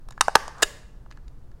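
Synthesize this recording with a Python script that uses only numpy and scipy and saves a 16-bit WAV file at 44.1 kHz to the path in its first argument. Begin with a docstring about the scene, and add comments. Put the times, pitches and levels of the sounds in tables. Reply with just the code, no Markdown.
"""Over a low ventilation rumble, faint ticks of the housing and rattling steel lead up to one stapler press.
The desktop stapler's staple snaps off its strip, punches through the sheets and is clinched on the anvil.
After a small tick the driver rubs in its channel, the arm catches lightly, then clacks back on its spring.
More ticks follow, with a soft bump of the hand through the table among them.
Blows are bursts of micro-impacts through coloured, ringing bodies; rub and air are filtered noise; a room answers."""
import sys
import numpy as np
from scipy import signal
from scipy.fft import rfft, irfft
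from scipy.io import wavfile
from scipy.ndimage import uniform_filter1d

SR = 44100
rng = np.random.default_rng(int(sys.argv[2]) if len(sys.argv) > 2 else 0)


def file_out(sig):
    """Save sig as 16-bit WAV at sys.argv[1]."""
    # one column per channel
    cols = np.atleast_2d(sig).T
    # limit, then scale
    lim = np.clip(cols, -1, 1)
    pcm = np.round(lim * 32767).astype(np.int16)
    wavfile.write(sys.argv[1], SR, pcm)


N = 70560

# colour of each stage of the stroke, by name: (frequency [Hz], level [dB])
STAGE_COLOURS = { "snap": [(100, -25), (300, -20), (700, -15), (830, -2), (1290, 2), (1410, -12),
                 (1520, -5), (1700, -21), (1950, -9), (2400, -20), (2850, -13), (3250, -23), (3750, -14),
                 (5000, -12), (6400, -13), (6900, -20), (8500, -13), (10000, -18), (12500, -30),
                 (16000, -37)], "pierce": [(100, -21), (330, -25), (470, -10), (760, 1), (1000, -4),
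                 (1220, -16), (1450, -4), (1660, -7), (1900, -30), (2600, -22), (3300, -41), (5700, -29),
                 (9000, -37), (15000, -65)], "clinch": [(80, -14), (220, -14), (350, -16), (500, -7),
                 (720, -7), (890, 2), (1050, -6), (1170, 1), (1400, -8), (1520, 0), (1700, -5), (1900, -9),
                 (2300, -22), (2700, -17), (4000, -21), (6300, -18), (7000, -25), (10000, -28),
                 (16000, -44)], "release": [(100, -21), (210, -22), (300, -3), (430, -2), (570, 3),
                 (850, -9), (1200, -4), (1700, -7), (2000, -6), (2300, -13), (2900, -7), (5000, -12),
                 (7500, -9), (10000, -14), (12000, -21), (16000, -24)], }


def amp(db):
    """Decibels to gain."""
    return 10 ** (np.asarray(db) / 20)


def unit(x):
    """Scales to an rms of one."""
    return x / np.sqrt(np.mean(x ** 2) + 1e-20)


def read(points, hz):
    """Reads a table on a log-frequency axis."""
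    f, value = np.transpose(points)
    return np.interp(np.log(hz + 1), np.log(f + 1), value)


def add(mix, s, sound):
    """Mixes a sound in at a time in seconds, cut off at the end of the mix."""
    part = mix[round(s * SR):][:len(sound)]
    part += sound[:len(part)]


def body(colour, ring_db=None, size=4096):
    """Minimum-phase impulse response of a colour; with a ring level, steel resonances stand out of it."""
    # modes of the steel channel and spring:
    # (frequency [Hz], width [Hz], level over the broad clack before the ring level is added [dB])
    steel_modes = [(1700, 65, 15), (2650, 60, 3), (2857, 80, 8), (3735, 110, 9), (4000, 70, 4),
                   (4470, 70, 5), (4920, 90, 8), (5523, 70, 2), (6200, 80, 3), (6830, 100, 12),
                   (7560, 100, 6), (8260, 110, 5), (9600, 100, 5)]
    hz = np.fft.rfftfreq(size, 1 / SR)
    gain = amp(read(colour, hz))
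    if ring_db is not None:
        ring_power = 0
        for f, width, db in steel_modes:
            ring_power = ring_power + amp(db + ring_db) ** 2 / (1 + (2 * (hz - f) / width) ** 2)
        gain = gain * np.sqrt(1 + ring_power)
    log_gain = np.log(np.r_[gain, gain[-2:0:-1]])
    # the Hilbert transform of the log gain gives the phase that puts the energy first
    return np.fft.ifft(np.exp(np.conj(signal.hilbert(log_gain)))).real


def crunch(rise, hold, t60, size=4096, count=12):
    """Force of a burst of micro-impacts (attack, hold, release): an even push in the bass, ragged treble."""
    ragged_above_hz = 2600
    t = np.arange(size) / SR
    attack = np.minimum((t + 1 / SR) / rise, 1)
    release = amp(-60 * np.maximum(t - rise - hold, 0) / t60)
    shape = attack * release
    even = ragged = shape * rng.standard_normal(size)
    # flatten the spectrum and restore the envelope in turn, for a fixed number of rounds
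    for _ in range(count):
        z = rfft(even)
        even = irfft(z / (abs(z) + 1e-12))
        local_power = abs(uniform_filter1d(even ** 2, size=48))
        even = even * shape / np.sqrt(local_power + 1e-14)
    low = signal.butter(3, ragged_above_hz, "low", fs=SR)
    high = signal.butter(3, ragged_above_hz, "high", fs=SR)
    return signal.lfilter(*low, unit(even)) + signal.lfilter(*high, unit(ragged))


def strike(force, response, db):
    """A force through a body; the level is its whole energy expressed as an rms over five milliseconds."""
    x = signal.fftconvolve(force, response)
    return amp(db) * x * np.sqrt(.005 * SR / np.sum(x ** 2))


def brighten(x, db_per_octave):
    """Tilts the spectrum about 1 kHz, level beyond 250 Hz and 8 kHz."""
    tilt = [(hz, db_per_octave * np.log2(hz / 1000)) for hz in (250, 8000)]
    return signal.fftconvolve(x, body(tilt))


def noise(colour):
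    """Steady noise of a given colour, at an rms of one."""
    gain = amp(read(colour, np.fft.rfftfreq(N, 1 / SR)))
    return unit(irfft(rfft(rng.standard_normal(N)) * gain, N))


def stapler():
    """Four blows make the stroke, heard directly and sent into the room; the hand soon damps each ring."""
    # the stroke by stage name: (time [s], level before hand damping [dB], rise [s], hold [s],
    # t60 of the force [s], steel ring [dB], free ringing [s], room send over level [dB],
    # room brightness [dB per octave])
    stages = { "snap": (0.2089, -7.8, .0004, .0028, .02, 1, .005, -21.5, -.2),
              "pierce": (0.2821, -13, .0003, .0003, .005, -22, .005, -21, 0),
              "clinch": (0.3527, -2, .0018, .0024, .017, -14, .008, -22.7, 1.1),
              "release": (0.6262, -8.7, .0008, .0055, .026, 3, .011, -22.5, .1), }
    hand_damping_t60_s = .018
    room_ring_db = -3  # the steel modes stand out less in the sound sent to all sides
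    direct, sent = np.zeros((2, N))
    for name, (s, db, rise, hold, t60, ring_db, free, room_db, tilt_db) in stages.items():
        colour = STAGE_COLOURS[name]
        blow = strike(crunch(rise, hold, t60), body(colour, ring_db), db)
        damped_s = np.maximum(np.arange(len(blow)) / SR - free, 0)
        add(direct, s, blow * np.exp(-np.log(1000) * damped_s / hand_damping_t60_s))
        # the room receives a single click through the same body, at the end of the push
        spread = strike(np.ones(1), body(colour, ring_db + room_ring_db), db + room_db)
        add(sent, s + rise + hold, brighten(spread, tilt_db))
    return direct, sent


def slide():
    """The driver rubs in its channel as the hand lets up: friction noise that grows until it comes free."""
    # colour of the rub: (frequency [Hz], level [dB])
    rub_colour = [(200, -25), (600, -9), (1200, 0), (1600, -5), (2200, -22), (8000, -30), (16000, -50)]
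    start_s, end_s = .54, .622
    end_db, growth_db = -41, 13
    progress = (np.arange(N) / SR - start_s) / (end_s - start_s)
    rubbing = (progress > 0) * (progress < 1)
    return noise(rub_colour) * rubbing * amp(end_db + growth_db * (np.clip(progress, 0, 1) - 1))


def handling():
    """Small impacts: light catches of the arm, and ticks that mix a plastic knock with a bright steel rattle."""
    # the arm catches lightly just before it springs back: (time [s], level [dB], t60 of the force [s])
    catches = [(0.6200, -39, .02), (0.6220, -26, .02), (0.6238, -21, .018)]
    # ticks of the stapler's housing and rattling steel: (time [s], knock level [dB], knock pitch [Hz],
    # rattle level [dB], rattle pitch [Hz], t60 of the force [s])
    ticks = [(0.0865, -45, 1000, -52, 5000, .012), (0.1070, -45, 1050, -47, 5200, .016),
             (0.1220, -52, 1700, -54, 4200, .025), (0.1770, -37, 1200, -65, 3800, .012),
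             (0.4790, -32, 900, -40, 4400, .012), (0.5820, -54, 1200, -53, 4500, .02),
             (1.0605, -51, 1050, -84, 4500, .012), (1.1055, -60, 1400, -62, 3500, .015),
             (1.1115, -45, 1450, -49, 2900, .014), (1.1220, -52, 2000, -60, 4000, .025),
             (1.1725, -50, 1350, -63, 4000, .01), (1.2800, -68, 1400, -56, 3400, .009),
             (1.5150, -62, 1500, -68, 4000, .02)]
    # colour of the plastic knock: (multiple of the pitch [ratio], level [dB])
    knock_shape = [(.1, -20), (.4, -14), (.65, -2), (1, 0), (1.3, -3), (1.7, -17), (5, -40), (12, -60)]
    # colour of the bright rattle of the stapler: (multiple of the pitch [ratio], level [dB])
    rattle_shape = [(.05, -30), (.3, -14), (.55, -4), (1, 0), (1.5, -2), (2.1, -7), (2.7, -20), (4, -28)]
    rise_s, hold_s, tick_ring_db = .0005, .0008, -6
    out = np.zeros(N)
    for s, db, t60 in catches:
        add(out, s, strike(crunch(rise_s, hold_s, t60), body(STAGE_COLOURS["release"]), db))
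    for s, knock_db, knock_hz, rattle_db, rattle_hz, t60 in ticks:
        layers = (knock_shape, knock_db, knock_hz), (rattle_shape, rattle_db, rattle_hz)
        for shape, db, hz in layers:
            colour = [(multiple * hz, level) for multiple, level in shape]
            add(out, s, strike(crunch(rise_s, hold_s, t60), body(colour, tick_ring_db), db))
    return out


def bump():
    """The hand lets go through the table: a couple of slow swings of the top under a smooth swell."""
    start_s, length_s, swing_hz, level_db = 1.252, .05, 42, -32
    out, t = np.zeros(N), np.arange(0, length_s, 1 / SR)
    swell = np.sin(np.pi * t / length_s) ** 2
    add(out, start_s, amp(level_db) * swell * np.sin(2 * np.pi * swing_hz * t))
    return out


def echoes(x):
    """First reflections from the table and nearby things: delayed copies, duller than the direct sound."""
    # separate reflections: (delay [s], gain before the colour [ratio])
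    reflections = [(.0046, .09), (.0085, .04), (.0112, .1), (.0136, .07)]
    # colour of all reflections: (frequency [Hz], level [dB])
    echo_colour = [(100, -4), (900, 0), (1800, -2), (3500, -7), (16000, -11)]
    out = np.zeros(N)
    dull = signal.fftconvolve(x, body(echo_colour))[:N]
    for delay, gain in reflections:
        add(out, delay, gain * dull)
    return out


def room(x):
    """A diffuse noise tail that builds up quickly and dies at its own speed in each band."""
    # reverberation time: (frequency [Hz], t60 [s])
    room_t60 = [(150, .5), (400, .75), (900, .66), (1400, .66), (3700, .6), (7000, .54), (10000, .46),
                (16000, .36)]
    # colour of the tail: (frequency [Hz], level [dB])
    room_colour = [(100, 0), (220, 0), (310, 5), (450, -1), (750, -3), (1100, -1), (1350, -6), (1700, -3),
                   (2150, 2), (2800, -1), (3700, -3), (5000, 0), (7000, -3), (10000, -1), (16000, 1)]
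    delay_s, build_s = .004, .018
    hz, t, z = signal.stft(rng.standard_normal(N), SR, nperseg=256)
    decay_db = -60 * t / read(room_t60, hz)[:, None]
    tail = signal.istft(z * amp(decay_db), SR)[1][:N]
    tail = tail * np.clip((np.arange(N) / SR - delay_s) / build_s, 0, 1)
    tail = signal.fftconvolve(tail / np.linalg.norm(tail), body(room_colour))[:N]
    return signal.fftconvolve(x, tail)[:N]


def ventilation():
    """Steady air: filtered noise gives low rumble and faint hiss, a sine gives the mains hum."""
    # colour of the air: (frequency [Hz], level [dB])
    air_colour = [(10, 0), (25, 0), (50, -7), (80, -15), (125, -15), (200, -24), (400, -31), (800, -38),
                  (1500, -43), (2200, -53), (5000, -56), (10000, -61), (16000, -64)]
    air_db, hum_hz, hum_db = -42, 121, -62  # air as rms, hum as peak
    hum = np.sin(2 * np.pi * hum_hz * np.arange(N) / SR)
    return amp(air_db) * noise(air_colour) + amp(hum_db) * hum


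def scene(small_room_db=-15):
    """Stapler in the room; small sounds share one room send, relatively more than the blows get."""
    direct, sent = stapler()
    small = handling() + slide()
    near = direct + small
    reverb = room(sent + amp(small_room_db) * small)
    return (near + echoes(near) + reverb + bump() + ventilation())[None]


def record(dry):
    """The loudest peaks overload the microphone and round off below a ceiling; then the band limit."""
    ceiling, edge_hz = .92, 16100
    held = dry / (1 + (abs(dry) / ceiling) ** 8) ** (1 / 8)
    lowpass = signal.firwin(511, edge_hz, window=("kaiser", 9), fs=SR)
    return signal.oaconvolve(held, lowpass[None], "same")


dry = scene()
out = record(dry)
file_out(out)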